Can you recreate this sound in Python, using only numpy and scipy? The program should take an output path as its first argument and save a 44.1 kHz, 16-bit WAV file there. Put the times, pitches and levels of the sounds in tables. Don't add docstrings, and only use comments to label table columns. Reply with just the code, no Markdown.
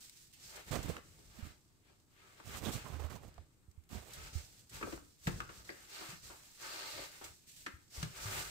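import sys
import numpy as np
from scipy import signal
from scipy.fft import rfft, irfft
from scipy.io import wavfile
from scipy.ndimage import uniform_filter1d

SR = 44100
rng = np.random.default_rng(int(sys.argv[2]) if len(sys.argv) > 2 else 0)


def output_pcm(signal):
    pcm = np.clip(np.atleast_2d(signal).T, -1, 1) * 32767
    wavfile.write(sys.argv[1], SR, np.round(pcm).astype(np.int16))


N = 375034
TIME = np.arange(N) / SR
FREQ = np.maximum(np.arange(N // 2 + 1) * SR / N, 1)

# f/Hz, level/dB
ROOM_SPECTRUM = [(20, 16), (60, 21), (130, 21.5), (220, 14), (330, 14), (550, -1), (1200, -1), (3000, -40),
                 (8000, -2.5), (15000, -3.5)]
# f/Hz, gain/dB
MIC_RESPONSE = [(5500, -0.5), (7000, -0.5), (8000, 0.5), (9200, -6.5), (11300, -10.5), (13500, -7),
                (15500, -10)]
# t/s, rise/s, hold/s, rumble/dB, scrape/dB, hiss/dB
FINGER_SLIDES = [(.708, 0.0053, 0.044, -28, -34.5, -44.5), (.78, 0.0093, .006, -31, -41, -53),
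                 (.825, .015, 0.023, -34, -44.5, -51.5), (.88, 0.0048, 0.02, -30.5, -44, -49),
                 (.915, 0.032, 0.026, -49, -47, -58.5), (1.33, 0.041, 0.027, -51, -61, -60.5),
                 (1.42, 0.025, 0.028, -41.5, -69, -59), (2.44, 0.023, 0.033, -45, -56, -54.5),
                 (2.48, 0.086, 0.023, -42.5, -46, -46), (2.6, 0.056, 0.039, -31.5, -39.5, -45.5),
                 (2.712, 0.03, 0.034, -37, -46, -52), (2.84, 0.008, 0.12, -43, -49.5, -57.5),
                 (2.98, 0.018, 0.068, -53, -45.5, -58), (3.095, 0.0067, 0.062, -41, -49, -54.5),
                 (3.19, 0.045, 0.051, -51, -54, -62), (3.89, 0.034, 0.06, -41, -49.5, -55.5),
                 (4.0, 0.022, 0.069, -59, -53.5, -58)]
# f/Hz, level/dB
CASE_RUMBLE_SPECTRUM = [(20, -50), (42, -3.5), (72, 0), (110, -0.5), (190, -7.5), (300, -11), (600, -55),
                        (1500, -75)]
CASE_SCRAPE_SPECTRUM = [(80, -46), (200, -7), (380, 2.5), (700, 0.5), (1200, -12.5), (1800, -13),
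                        (3500, -20.5), (9000, -33)]
CASE_HISS_SPECTRUM = [(800, -2), (2500, 12), (5000, 10), (8000, 12.5), (15000, 15.5)]
# t/s, level/dB, decay/s
FINGER_BUMPS = [(1.426, -26.5, 0.0085), (2.476, -37, 0.015), (2.924, -36.5, 0.1), (3.002, -33, 0.023),
                (3.043, -26.5, 0.016), (3.385, -39, 0.022), (3.683, -40, .011), (3.777, -37, 0.014),
                (3.949, -31.5, 0.016), (4.179, -44, 0.038), (4.354, -22.5, .018)]
# t/s, level/dB, f/Hz, width/octaves, decay/s
FINGER_CATCHES = [(.7135, -37, 900, 6.8, 0.044), (.752, -31, 328, 2, 0.018), (.899, -26, 400, 0.64, 0.0031),
                  (1.385, -43.5, 213, 0.17, 0.021), (2.646, -39.5, 3550, 0.34, .026),
                  (2.665, -29.5, 224, 1.1, .033), (2.853, -41.5, 990, 1.1, 0.017),
                  (2.935, -50, 1110, 1.3, 0.06), (3.008, -52, 1090, .63, 0.14),
                  (3.103, -45.5, 1120, 1.2, 0.016), (3.158, -44, 930, 0.52, 0.0063),
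                  (3.379, -42, 740, 0.97, 0.0046), (3.932, -53, 1150, 0.72, 0.0054),
                  (3.949, -38.5, 179, 0.81, 0.011)]
# t/s, level/dB, f/Hz, decay/s
SLAB_THUDS = [(4.77, -42, 120, .0087), (5.2745, -13, 158, 0.0061), (5.332, -37.5, 100, 0.023),
              (6.088, -39.5, 135, 0.013), (6.128, -42, 170, 0.016), (7.298, -40.5, 87, 0.0073),
              (7.664, -48, 198, 0.02), (7.738, -36.5, 76, 0.012), (7.978, -24.5, 70.6, 0.01),
              (8.029, -23, 153, .011), (8.052, -25, 124, 0.0059), (8.254, -31.5, 102.5, 0.032)]
# f/Hz, level/dB
SLAB_SPECTRUM = [(20, -23), (45, 7), (75, 3), (150, -2), (260, -13), (500, -14.5), (1200, -31)]
# t/s, spatter/dB, f/Hz, width/octaves, decay/s,
# squelch/dB
WET_SMACKS = [(0.9667, -38, 1600, 1.7, 0.0024, -53), (1.185, -66, 600, 1.2, 0.0072, -62),
              (1.9, -68, 600, 1.1, 0.013, -68.5), (2.3995, -49.5, 885, 1.3, 0.0063, -59),
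              (4.81, -44.5, 800, 2.1, 0.011, -48), (4.826, -36, 1270, 0.61, 0.008, -39),
              (4.872, -41, 630, 1, 0.0041, -44), (4.923, -45, 930, 2.9, 0.01, -41),
              (4.976, -47, 1000, 1.1, 0.0029, -66), (5.2708, -28.5, 1900, 1.05, 0.002, -55),
              (5.274, -33, 1000, 2.1, 0.0072, -40), (5.4028, -32, 1380, 1.24, 0.0038, -54),
              (5.490, -48.5, 1250, 1.6, 0.016, -54.5), (5.691, -39.5, 1900, 0.43, 0.0076, -46),
              (6.007, -48, 1050, 1.7, 0.032, -49.5), (6.297, -51.5, 790, 2.4, 0.035, -58.5),
              (6.975, -47.5, 563, 0.72, 0.029, -52), (7.212, -48.5, 595, 1.9, 0.02, -61),
              (7.6625, -35, 1690, 1.46, 0.0084, -49), (8.0281, -33, 1390, 4.9, .0056, -52)]
# t/s, level/dB, f/Hz
FILM_POPS = [(4.828, -41, 2480), (5.404, -45, 1150), (5.701, -46.5, 4630)]
# f/Hz, width/Hz, gain/dB
HOLLOW_MODES = [(340, 180, 3), (1180, 150, 4), (1400, 120, 3), (1680, 180, 4)]
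# t/s, rise/s, hold/s, rub/dB, rustle/dB, rumble/dB
TOWEL_STROKES = [(0.0, 0.008, .04, -73, -54, -83), (.11, 0.085, 0.035, -79, -58, -83),
                 (.34, 0.13, 0.043, -62, -53, -65), (.49, 0.072, 0.023, -51, -56.5, -70),
                 (.655, 0.026, 0.015, -53, -54, -53), (.71, .012, 0.2, -53.5, -59, -52.5),
                 (1.03, 0.016, 0.28, -72.5, -64.5, -63), (1.28, 0.14, 0.08, -59, -64, -79),
                 (1.82, 0.066, 0.017, -69, -77, -76), (2.06, 0.22, 0.2, -62.5, -66, -83),
                 (2.43, 0.089, 0.043, -51, -57.5, -58), (2.63, 0.031, 0.15, -53.5, -56, -53.5),
                 (2.86, .04, 0.25, -62.5, -93, -62), (3.16, 0.055, .2, -71, -92, -61),
                 (3.888, 0.042, 0.053, -55.5, -58, -58), (4.06, 0.063, 0.15, -56.5, -54.5, -56.5),
                 (4.32, 0.014, 0.055, -58, -54, -55.5), (4.42, 0.017, 0.17, -74, -62, -66),
                 (4.7, 0.048, 0.016, -51.5, -50.5, -52), (4.8, 0.068, 0.073, -61, -55.5, -53),
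                 (5.18, 0.075, 0.036, -67, -54.5, -66), (5.255, 0.014, 0.13, -68, -58, -47),
                 (5.46, 0.063, 0.087, -64.5, -59.5, -58.5), (5.64, 0.014, 0.2, -62, -58.5, -70),
                 (5.86, 0.083, 0.17, -53.5, -51, -73), (6.2, .05, 0.035, -66, -51.5, -58.5),
                 (6.35, 0.016, 0.27, -71, -60.5, -86), (6.57, 0.074, 0.4, -49.5, -49.5, -76),
                 (6.92, 0.032, 0.033, -51, -64, -58), (7.1, 0.023, 0.049, -59, -55.5, -81),
                 (7.2, .025, 0.042, -56, -54, -62.5), (7.46, 0.03, 0.011, -79, -53.5, -80),
                 (7.55, 0.022, 0.056, -75, -55, -70), (7.89, 0.06, 0.0075, -62, -52.5, -79),
                 (7.935, 0.048, 0.037, -52.5, -51, -55), (8.09, 0.19, 0.074, -46, -44, -52.5),
                 (8.28, 0.1, 0.021, -45, -42, -51), (8.44, 0.017, .06, -52.5, -55, -59)]
# t/s, rise/s, hold/s, level/dB
RASP_STROKES = [(5.89, 0.034, 0.079, -57.5), (6.58, 0.17, 0.22, -53), (8.18, 0.085, 0.046, -58)]
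# t/s, level/dB, decay/s
CREASE_SNAPS = [(.016, -62, .006), (.096, -40.5, 0.0016), (.325, -51.5, 0.021), (.556, -44.5, 0.009),
                (0.827, -41.5, .008), (1.248, -61, .005), (1.998, -65, .005), (2.714, -36, 0.033),
                (3.157, -55, .005), (3.341, -56, 0.0027), (3.7126, -58, .003), (3.837, -61, .003),
                (3.89, -51, 0.0036), (4.133, -40, .008), (4.692, -49, 0.012), (4.741, -46, .009),
                (5.271, -36, 0.0061), (7.239, -40, 0.011), (7.561, -49, .008), (8.027, -39, .005)]
# f/Hz, level/dB
RUB_SPECTRUM = [(100, -16), (260, -11), (370, 1.5), (650, -1.5), (800, 1), (1050, -2), (1250, 1.5),
                (1700, 0.5), (2600, -1.5), (4500, -7), (9000, -20)]
RUSTLE_SPECTRUM = [(600, -30), (1800, -6), (3000, -2), (4500, 1.5), (6500, 1.5), (9000, 3), (15000, 3)]
POCKET_HZ = [600, 1300, 2600, 5200]


def amp(db):
    return 10 ** (np.asarray(db) / 20)


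def unit(x):
    return x / np.sqrt(np.mean(x ** 2))


def colour(x, spectrum):
    hz, db = np.transpose(spectrum)
    return irfft(rfft(x) * amp(np.interp(np.log(FREQ), np.log(hz), db)), N)


def pan(db):
    return amp(np.array([[db], [-db]]) / 2)


def band(x, hz, width_hz):
    return signal.lfilter(*signal.iirpeak(hz, hz / width_hz, fs=SR), x)


def add(track, s, sound):
    i = int(s * SR)
    track[..., i:i + sound.shape[-1]] += sound[..., :N - i]


def flutter(rate, depth_db):
    hold = int(SR / rate)
    steps = np.repeat(rng.standard_normal(N // hold + 1), hold)
    return amp(depth_db * uniform_filter1d(steps, hold)[:N])


def stick_slip(rate, spread_db):
    clicks = (rng.random(N) < rate / SR) * rng.standard_normal(N)
    return clicks * amp(spread_db * np.clip(rng.standard_normal(N), -2, 2))


def gestures(table, release_s):
    power = np.zeros((len(table[0]) - 3, N))
    for start, rise, hold, *levels in table:
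        t = TIME[:int((rise + hold + 6 * release_s) * SR)]
        shape = np.minimum(t / rise, 1) * np.exp(-np.maximum(t - rise - hold, 0) / release_s)
        add(power, start, np.outer(amp(levels), shape) ** 2)
    return np.sqrt(power)


def at_mics(draw, shared):
    common, left, right = draw(), draw(), draw()
    alike = np.array([np.roll(common, 11), common])
    return np.sqrt(shared) * alike + np.sqrt(1 - shared) * np.array([left, right])


def bursts(table):
    out, t = np.zeros((2, N)), TIME[:SR // 5]
    freq = np.maximum(np.arange(len(t) // 2 + 1) * SR / len(t), 1)
    for s, db, hz, octaves, decay in table:
        passband = 1 / (1 + np.abs(2 * np.log2(freq / hz) / octaves) ** 1.93)
        noise = at_mics(lambda: rng.standard_normal(len(t)), shared=0.28)
        envelope = (1 - np.exp(-t / (0.13 * decay))) * np.exp(-t / decay)
        burst = irfft(rfft(noise) * passband, len(t)) * envelope
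        burst *= np.linalg.norm(envelope) / np.linalg.norm(burst, axis=1, keepdims=True)
        add(out, s, amp(db) * burst)
    return out


def knocks(table, rise_cycles):
    out, t = np.zeros(N), TIME[:SR // 3]
    for s, db, hz, decay in table:
        envelope = (1 - np.exp(-t * hz / rise_cycles)) * np.exp(-t / decay)
        add(out, s, amp(db) * np.sin(2 * np.pi * hz * t) * envelope)
    return out


def kitchen(x, room_db, t60):
    t = TIME[:SR // 2]
    tail = signal.lfilter([1], [1, -.45], rng.standard_normal((2, len(t))))
    tail *= amp(-60 * t / t60) * (t > .004)
    tail /= np.linalg.norm(tail, axis=1, keepdims=True)
    return x + amp(room_db) * signal.fftconvolve(np.atleast_2d(x), tail, axes=1)[:, :N]


def room_tone():
    noise = rng.standard_normal((2, N)) + 1.04 * rng.standard_normal(N)
    return pan(0.28) * amp(-69.5) * unit(colour(noise, ROOM_SPECTRUM))


def handling_noise():
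    rumble, scrape, hiss = gestures(FINGER_SLIDES, release_s=0.018)
    jerks = flutter(rate=82, depth_db=1.6)
    rumble *= unit(colour(stick_slip(rate=1500, spread_db=5.5), CASE_RUMBLE_SPECTRUM))
    scrape *= unit(colour(stick_slip(rate=4000, spread_db=3.5), CASE_SCRAPE_SPECTRUM))
    scrape += (amp(9) - 1) * band(scrape, hz=1200, width_hz=260)
    hiss *= unit(colour(stick_slip(rate=12000, spread_db=3.5), CASE_HISS_SPECTRUM))
    slips = amp(-3.4) * rumble + jerks * (amp(-4) * scrape + amp(6) * hiss)
    bump_hz = 76.7
    bumps = knocks([(s, db, bump_hz, decay) for s, db, decay in FINGER_BUMPS], rise_cycles=.3)
    case = slips + amp(1.5) * bumps + bursts(FINGER_CATCHES)[1]
    return case * amp([[-22], [0]])


def slab():
    _, _, weight = gestures(TOWEL_STROKES, release_s=0.071)
    weight = np.hypot(weight, amp(-78.5))
    noise = at_mics(lambda: rng.standard_normal(N), shared=0.79)
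    rumble = weight * unit(colour(noise, SLAB_SPECTRUM))
    thuds = kitchen(knocks(SLAB_THUDS, rise_cycles=0.37), room_db=-11, t60=0.3)
    return pan(2) * (amp(-4) * thuds + amp(-1) * rumble)


def smacks():
    lag_s, squelch_hz, squelch_octaves, squelch_decay_s = .003, 330, 1.0, 0.016
    pop_octaves, pop_decay_s, echo_s = 0.25, 0.0051, .0145
    spatter = bursts([row[:-1] for row in WET_SMACKS])
    squelch = bursts([(s + lag_s, db, squelch_hz, squelch_octaves, squelch_decay_s)
                      for s, *_, db in WET_SMACKS])
    pops = bursts([(s, db, hz, pop_octaves, pop_decay_s) for s, db, hz in FILM_POPS])
    wet = spatter + squelch + pops
    wet += sum((amp(db) - 1) * band(wet, hz, width) for hz, width, db in HOLLOW_MODES)
    wet += amp(-12.5) * np.roll(wet[::-1], int(echo_s * SR), axis=1)
    return pan(2.5) * amp(.5) * kitchen(wet, room_db=-11, t60=.4)


def pockets(x):
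    for hz in POCKET_HZ:
        x = x + (flutter(rate=10, depth_db=2.2) - 1) * band(x, hz, hz / 2)
    return x


def crinkles(rate, decay_s):
    kicks = (rng.random(N) < rate / SR) * rng.random(N)
    return amp(-1.5) * signal.lfilter([1], [1, -np.exp(-1 / (decay_s * SR))], kicks)


def creases():
    snaps, t = np.zeros(N), TIME[:SR // 5]
    for s, db, decay in CREASE_SNAPS:
        add(snaps, s, amp(db) * (1 - np.exp(-t / (0.4 * decay))) * np.exp(-t / decay))
    return snaps


def dry_paper(rasp):
    _, rustle, _ = gestures(TOWEL_STROKES, release_s=0.057)
    _, settling, _ = gestures(TOWEL_STROKES, release_s=0.26)
    rustle = np.hypot(rustle, amp(-8.5) * settling)
    rustle = np.hypot(rustle, amp(-78))
    rustle *= np.hypot(flutter(rate=90, depth_db=1.34), crinkles(rate=24, decay_s=.002))
    fibres = at_mics(lambda: stick_slip(rate=12000, spread_db=1.5), shared=0.032)
    paper = unit(colour(fibres, RUSTLE_SPECTRUM)) * np.hypot(amp(2.14) * rustle, amp(4.5) * creases())
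    ridges = at_mics(lambda: stick_slip(rate=4500, spread_db=9.5), shared=0.15)
    for _ in range(2):
        ridges = band(ridges, hz=4400, width_hz=1500)
    return paper + rasp * unit(ridges)


def rubbing(rasp):
    rub, _, _ = gestures(TOWEL_STROKES, release_s=0.037)
    rub = np.hypot(rub, amp(-80.5))
    fibres = at_mics(lambda: stick_slip(rate=9000, spread_db=3.5), shared=0.32)
    drag = rub * unit(colour(fibres, RUB_SPECTRUM)) * flutter(rate=70, depth_db=1.44)
    echo_s = .00327
    echo_gain = amp(-18) + amp(-9) * rasp / rasp.max()
    return drag + echo_gain * np.roll(drag, int(echo_s * SR), axis=1)


def towel():
    rasp = gestures(RASP_STROKES, release_s=0.12)
    drag = kitchen(pockets(rubbing(rasp)), room_db=-4.5, t60=0.19)
    paper = kitchen(pockets(dry_paper(rasp)), room_db=-11, t60=0.067)
    return pan(2.5) * amp(-3.21) * drag + pan(-2.3) * paper


def scene():
    return room_tone() + handling_noise() + slab() + smacks() + towel()


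def record(dry):
    top_hz = 15600
    lowpass = signal.ellip(10, .2, 70, top_hz, fs=SR, output="sos")
    return signal.sosfilt(lowpass, colour(dry, MIC_RESPONSE))


dry = scene()
out = record(dry)
output_pcm(out)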